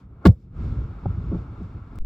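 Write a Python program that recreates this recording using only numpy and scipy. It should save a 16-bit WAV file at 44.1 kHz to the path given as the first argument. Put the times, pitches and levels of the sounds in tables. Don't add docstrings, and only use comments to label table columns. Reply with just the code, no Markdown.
import sys
import numpy as np
from scipy import signal
from scipy.io import wavfile

SR = 44100
rng = np.random.default_rng(int(sys.argv[2]) if len(sys.argv) > 2 else 0)


def master(y):
    cut = np.clip(np.atleast_2d(y).T, -1, 1)
    pcm = np.round(cut * 32767)
    wavfile.write(sys.argv[1], SR, pcm.astype(np.int16))


def volts_from_db(level):
    exponent = np.asarray(level, float) / 20
    return 10 ** exponent


N = 90669

# time in seconds, rumble level in dB, rush level in dB, rush tilt in dB per octave.
WIND_LEVELS = [(0, -42, -64, 4.5), (.08, -41.5, -70.5, -3), (.21, -45, -64, -4), (.245, -46, -52, -7.5),
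               (.34, -46, -76.5, 4.2), (.42, -46.5, -76.5, 8.2), (.5, -45, -76, 1), (.57, -32, -55.5, 0),
               (.64, -25.5, -52.5, 2), (.81, -23.5, -54, 0.9), (.95, -38.5, -55.5, -1),
               (1.1, -31.5, -53.5, -0.4), (1.25, -31, -55.5, 0.7), (1.38, -27.5, -53.5, 0.9),
               (1.47, -40, -56.5, -1.6), (1.65, -34.5, -55.5, 0.5), (1.8, -38, -58, -1.5),
               (1.99, -34.5, -56.5, -0.7)]
# frequency in Hz, level in dB.
RUMBLE_SPECTRUM = [(20, -22), (30, -10.5), (55, 2.2), (110, -2), (200, -13), (400, -23), (560, -38),
                   (1000, -51)]
# frequency in Hz, level in dB.
RUSH_SPECTRUM = [(400, -12), (650, -3.5), (1400, -2), (1800, -18), (2250, -17.5), (5300, -30),
                 (7500, -42.5), (16300, -59.5)]
# frequency in Hz, side level against mid in dB.
WIND_SIDE = [(60, -78), (110, -75.5), (200, -63), (380, -60), (700, -30.5), (1290, -2.5), (2380, -5.5),
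             (4400, -5), (8120, -4), (15000, -4)]
HISS_DB = -88.5

# start in seconds, frequency in Hz, peak in dB, swell time in seconds, sharpness (no unit).
FIREBALL_THROBS = [(.2502, 324, -6.5, 0.0086, 2.3), (.2575, 186., -5, .014, 1.6), (.251, 84., -9, .02, 1.8),
                   (.2805, 104.3, -1.5, .017, 5.8), (.2535, 405., -10.5, 0.0069, 1.6),
                   (.2555, 238., -9, 0.0055, 1.5), (.256, 53, -13, 0.018, 2.7),
                   (.2795, 172., -8, 0.0093, 2.2), (.3, 61, -22, 0.017, 2.25),
                   (.253, 1120., -19, 0.0065, 2.2), (.254, 1700., -20.5, .006, 2.2),
                   (.255, 665., -20, .007, 2.2), (.252, 555., -20, .006, 1.8), (.254, 870., -22, .005, 1.8),
                   (.2555, 1420., -24, .005, 1.8)]

CRACK_START_S, CRACK_RISE_S, CRACK_HOLD_S = 0.2515, 0.0045, 0.0065
CRACK_DB = -18.5
CRACK_DROP_S, CRACK_DROP_DB = 0.278, -12
EMBER_DB, EMBER_T60_S = -30, 0.14
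CRACK_RIGHT = 0.39
# frequency in Hz, level in dB.
CRACK_SPECTRUM = [(300, -21), (480, -4), (800, -9), (1700, -14), (2500, -25.5), (4200, -25), (6500, -39.5),
                  (16300, -43.5)]
# frequency in Hz, time to fall by 60 dB in seconds.
CRACK_DECAY = [(500, 0.12), (1200, 0.041), (3000, 0.089), (7000, .16), (14000, 0.18)]
# frequency in Hz, side level against mid in dB.
CRACK_WIDTH = [(60, -65), (110, -67), (200, -70), (380, -54), (700, -18.5), (1290, -3.5), (2380, -11),
               (4400, -5.5), (8120, 0), (15000, -1)]

# time in seconds, peak in dB, highest frequency in Hz.
FLAME_TICKS = [
    (.667, -61, 8800),
    (0.705, -63.5, 9050),
    (0.837, -53, 7200),
    (1.038, -54, 5000.),
    (1.631, -54.5, 7900),
    (1.9576, -52.5, 15540),
    (1.9623, -58.5, 11000.),
    (.402, -64.5, 6000.),
]

# delay in seconds, level in dB, lowest Hz kept, highest Hz kept.
FIELD_ECHOES = [
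    (.799, -17, 39.6, 150.),
    (.908, -26, 50., 196),
    (1.062, -19, 140., 600.),
    (1.091, -23, 200., 750.),
    (1.233, -34, 40.3, 196),
    (1.35, -28.5, 39.3, 414),
]
# start in seconds, frequency in Hz, peak in dB, swell time in seconds, sharpness (no unit).
HARD_KNOCKS = [
    (1.056, 783, -26.5, 0.0033, 2.6),
    (1.0565, 546, -30.5, 0.0037, 2.7),
    (1.058, 1270, -40, 0.0014, 2.1),
    (1.0575, 97., -13, 0.0092, 2.4),
    (1.1785, 101, -19, 0.0075, 1.8),
    (1.352, 750., -40, .002, 1.5),
    (1.054, 370., -28, .005, 1.8),
    (1.385, 623, -42, .002, 1.5),
    (1.036, 900., -44, .002, 1.5),
]

SPLICE_S = 1.98739
SPLICE_STEP_DB = -32
# start in seconds, frequency in Hz, peak in dB, swell time in seconds, sharpness (no unit).
SLOWED_SWELLS = [
    (1.988, 9.5, -18.5, .028, 2.2),
    (2.021, 36., -26, .008, 2.2),
    (2.04, 14., -20.5, .018, .8),
]
GRIT_DB, GRIT_TOP_HZ = -49, 260

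# frequency in Hz, width in Hz, boost or dip in dB.
HOUSING_RESONANCES = [(1130, 150., 1), (1346, 81, 4.5), (2200, 280, 5), (3636, 170, 3.5), (5000, 400, 2),
                      (7480, 800., 4.5), (1782, 300, -4.5), (3030, 230, -1.5), (9880, 700., -9),
                      (13500, 500., -15.5), (15000, 1200., 3.5)]
# low edge in Hz, high edge in Hz.
ALIKE_BANDS = [(7200, 8300), (10900, 12400), (15000, 19000)]


def at_hz(points, hz):
    table_hz, values = np.array(points)[:, 0], np.array(points)[:, 1]
    return np.interp(np.log(hz), np.log(table_hz), values)


def rms_one(x):
    return x / np.sqrt(np.mean(x ** 2) + 1e-20)


def drift(rate):
    pole = np.exp(-80 * np.pi * rate / SR)
    white = rng.standard_normal(N // 40 + 2002)
    slow = signal.lfilter([1], [1, -2 * pole, pole * pole], white)[2000:]
    return np.interp(np.arange(N) / 40, np.arange(len(slow)), rms_one(slow))


def cut(x, hz, kind, order=2):
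    return signal.sosfilt(signal.butter(order, hz, kind, fs=SR, output="sos"), x)


def bands(spectrum, side_db, shape_db, tied):
    tied = np.clip(tied, 0, 1)
    edges = 22 * 2 ** (np.arange(0, 30) / 3)
    white = rng.standard_normal((2, 2, N))
    out, power = np.zeros((2, N)), 0
    for k, (low, high) in enumerate(zip(edges, edges[1:])):
        hz = np.sqrt(low * high)
        if spectrum[0][0] < hz < spectrum[-1][0]:
            mid, other = cut(white[k % 2], [low, high], "band")
            turned = np.gradient(mid) * SR / (2 * np.pi * hz)
            side = volts_from_db(at_hz(side_db, hz)) * (np.sqrt(1 - tied ** 2) * other + tied * turned)
            level_db = at_hz(spectrum, hz)
            out += volts_from_db(level_db + shape_db(hz)) * np.array([mid, side])
            power += volts_from_db(2 * level_db) * np.mean(mid ** 2)
    return out / np.sqrt(power)


def throbs(rows):
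    out = np.zeros(N)
    for start, hz, db, swell, sharpness in rows:
        t = np.maximum(np.arange(N) / SR - start, 0)
        envelope = (t / swell * np.exp(1 - t / swell)) ** sharpness
        out += volts_from_db(db) * envelope * np.sin(2 * np.pi * hz * t)
    return out


def field():
    s, *columns = np.transpose(WIND_LEVELS)
    low, high, tilt = (np.interp(np.arange(N) / SR, s, column) for column in columns)
    gust = drift(11)

    def rumble_db(hz):
        lumps = 1.5 * gust + 1.4 * drift(18)
        toward_rush = 0.2 * (high - low + 22) * max(np.log2(hz / 120), 0)
        loud_is_deeper = 0.1 * (low + 35) * np.log2(hz / 80)
        return low + lumps + toward_rush - loud_is_deeper

    def rush_db(hz):
        return high + tilt * np.log2(hz / 1500) + 0.49 * gust + 0.46 * drift(12)

    rumble = bands(RUMBLE_SPECTRUM, WIND_SIDE, rumble_db, tied=0.4)
    rush = bands(RUSH_SPECTRUM, WIND_SIDE, rush_db, tied=0.45)
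    hiss = cut(rng.standard_normal((2, N)), 900, "high")
    return rumble + rush + volts_from_db(HISS_DB + 0.3 * (high + 53.5)) * hiss


def fireball():
    return throbs(FIREBALL_THROBS)


def crack():
    t = np.arange(N) / SR - CRACK_START_S
    flicker = drift(360)
    rise = 20 * np.log10(np.clip(t / CRACK_RISE_S, 1e-6, 1))
    late = np.maximum(t - CRACK_RISE_S - CRACK_HOLD_S, 0)
    drop = CRACK_DROP_DB * np.clip((t + CRACK_START_S - CRACK_DROP_S) / 0.0025, 0, 1)

    def crack_db(hz):
        tear = drop * (hz > 2500) - 60 * late / at_hz(CRACK_DECAY, hz)
        ember = EMBER_DB - 60 * late / EMBER_T60_S + 2.5 * drift(120)
        return np.maximum(rise + np.maximum(tear, ember) + 3.6 * flicker, -150)

    return volts_from_db(CRACK_DB) * bands(CRACK_SPECTRUM, CRACK_WIDTH, crack_db, tied=0.8)


def ticks():
    out = np.zeros((2, N))
    sides = rng.uniform(-1, 1, len(FLAME_TICKS))
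    for (s, db, top_hz), side in zip(FLAME_TICKS, sides):
        burst = rng.standard_normal(120) * np.exp(-np.arange(120) / 22)
        snap = cut(burst, [2500, top_hz], "band")
        start = int(s * SR)
        out[:, start:start + len(snap)] += volts_from_db(db) * snap * [[1], [side]]
    return out


def knocks():
    return throbs(HARD_KNOCKS)


def echoes(bang):
    out = np.zeros(N)
    for delay, db, low_hz, high_hz in FIELD_ECHOES:
        out += volts_from_db(db) * np.roll(cut(bang, [low_hz, high_hz], "band"), int(delay * SR))
    return out


def slowed():
    t = np.arange(N) / SR - SPLICE_S
    dull = cut(rng.standard_normal(N), GRIT_TOP_HZ, "low", order=3)
    grit = rms_one(cut(dull, 60, "high")) * np.clip(t / 0.029, 0, 1)
    suction, push = throbs(SLOWED_SWELLS[:1]), throbs(SLOWED_SWELLS[1:])
    return push - suction + volts_from_db(GRIT_DB) * grit


def ports(x):
    mid, side = (x[0] + x[1]) / 2, (x[0] - x[1]) / 2
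    for hz, width, db in HOUSING_RESONANCES:
        ring = signal.iirpeak(hz, hz / width, fs=SR)
        mid = mid + (volts_from_db(db) - 1) * signal.lfilter(*ring, mid)
        side = side + (volts_from_db(db) - 1) * signal.lfilter(*ring, side) * (hz < 9000)
    for gap in ALIKE_BANDS:
        side = cut(side, gap, "bandstop", order=5)
    return np.array([mid + side, mid - side])


def scene():
    mid, side = crack()
    mid = mid + fireball()
    lean = cut(cut(mid, [750, 1900], "band"), 600, "high", order=4)
    knock = knocks()
    side = side - CRACK_RIGHT * lean + 0.22 * cut(knock, 750, "high", order=4)
    mid = mid + knock + echoes(mid)
    mid, side = np.array([mid, side]) + field() + ticks()

    t = np.arange(N) / SR - SPLICE_S
    fade = np.clip(-t / 0.004, 0, 1)
    step = volts_from_db(SPLICE_STEP_DB) * np.exp(np.minimum(t, 0) / 0.0047)
    mid = mid * fade - step
    return np.where(t < 0, np.array([mid + side, mid - side]), slowed())


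def low_pass(x):
    return signal.sosfilt(signal.butter(12, 16480, fs=SR, output="sos"), x)


def record(dry):
    mix = np.tanh(ports(dry))
    return low_pass(mix)


dry = scene()
out = record(dry)
master(out)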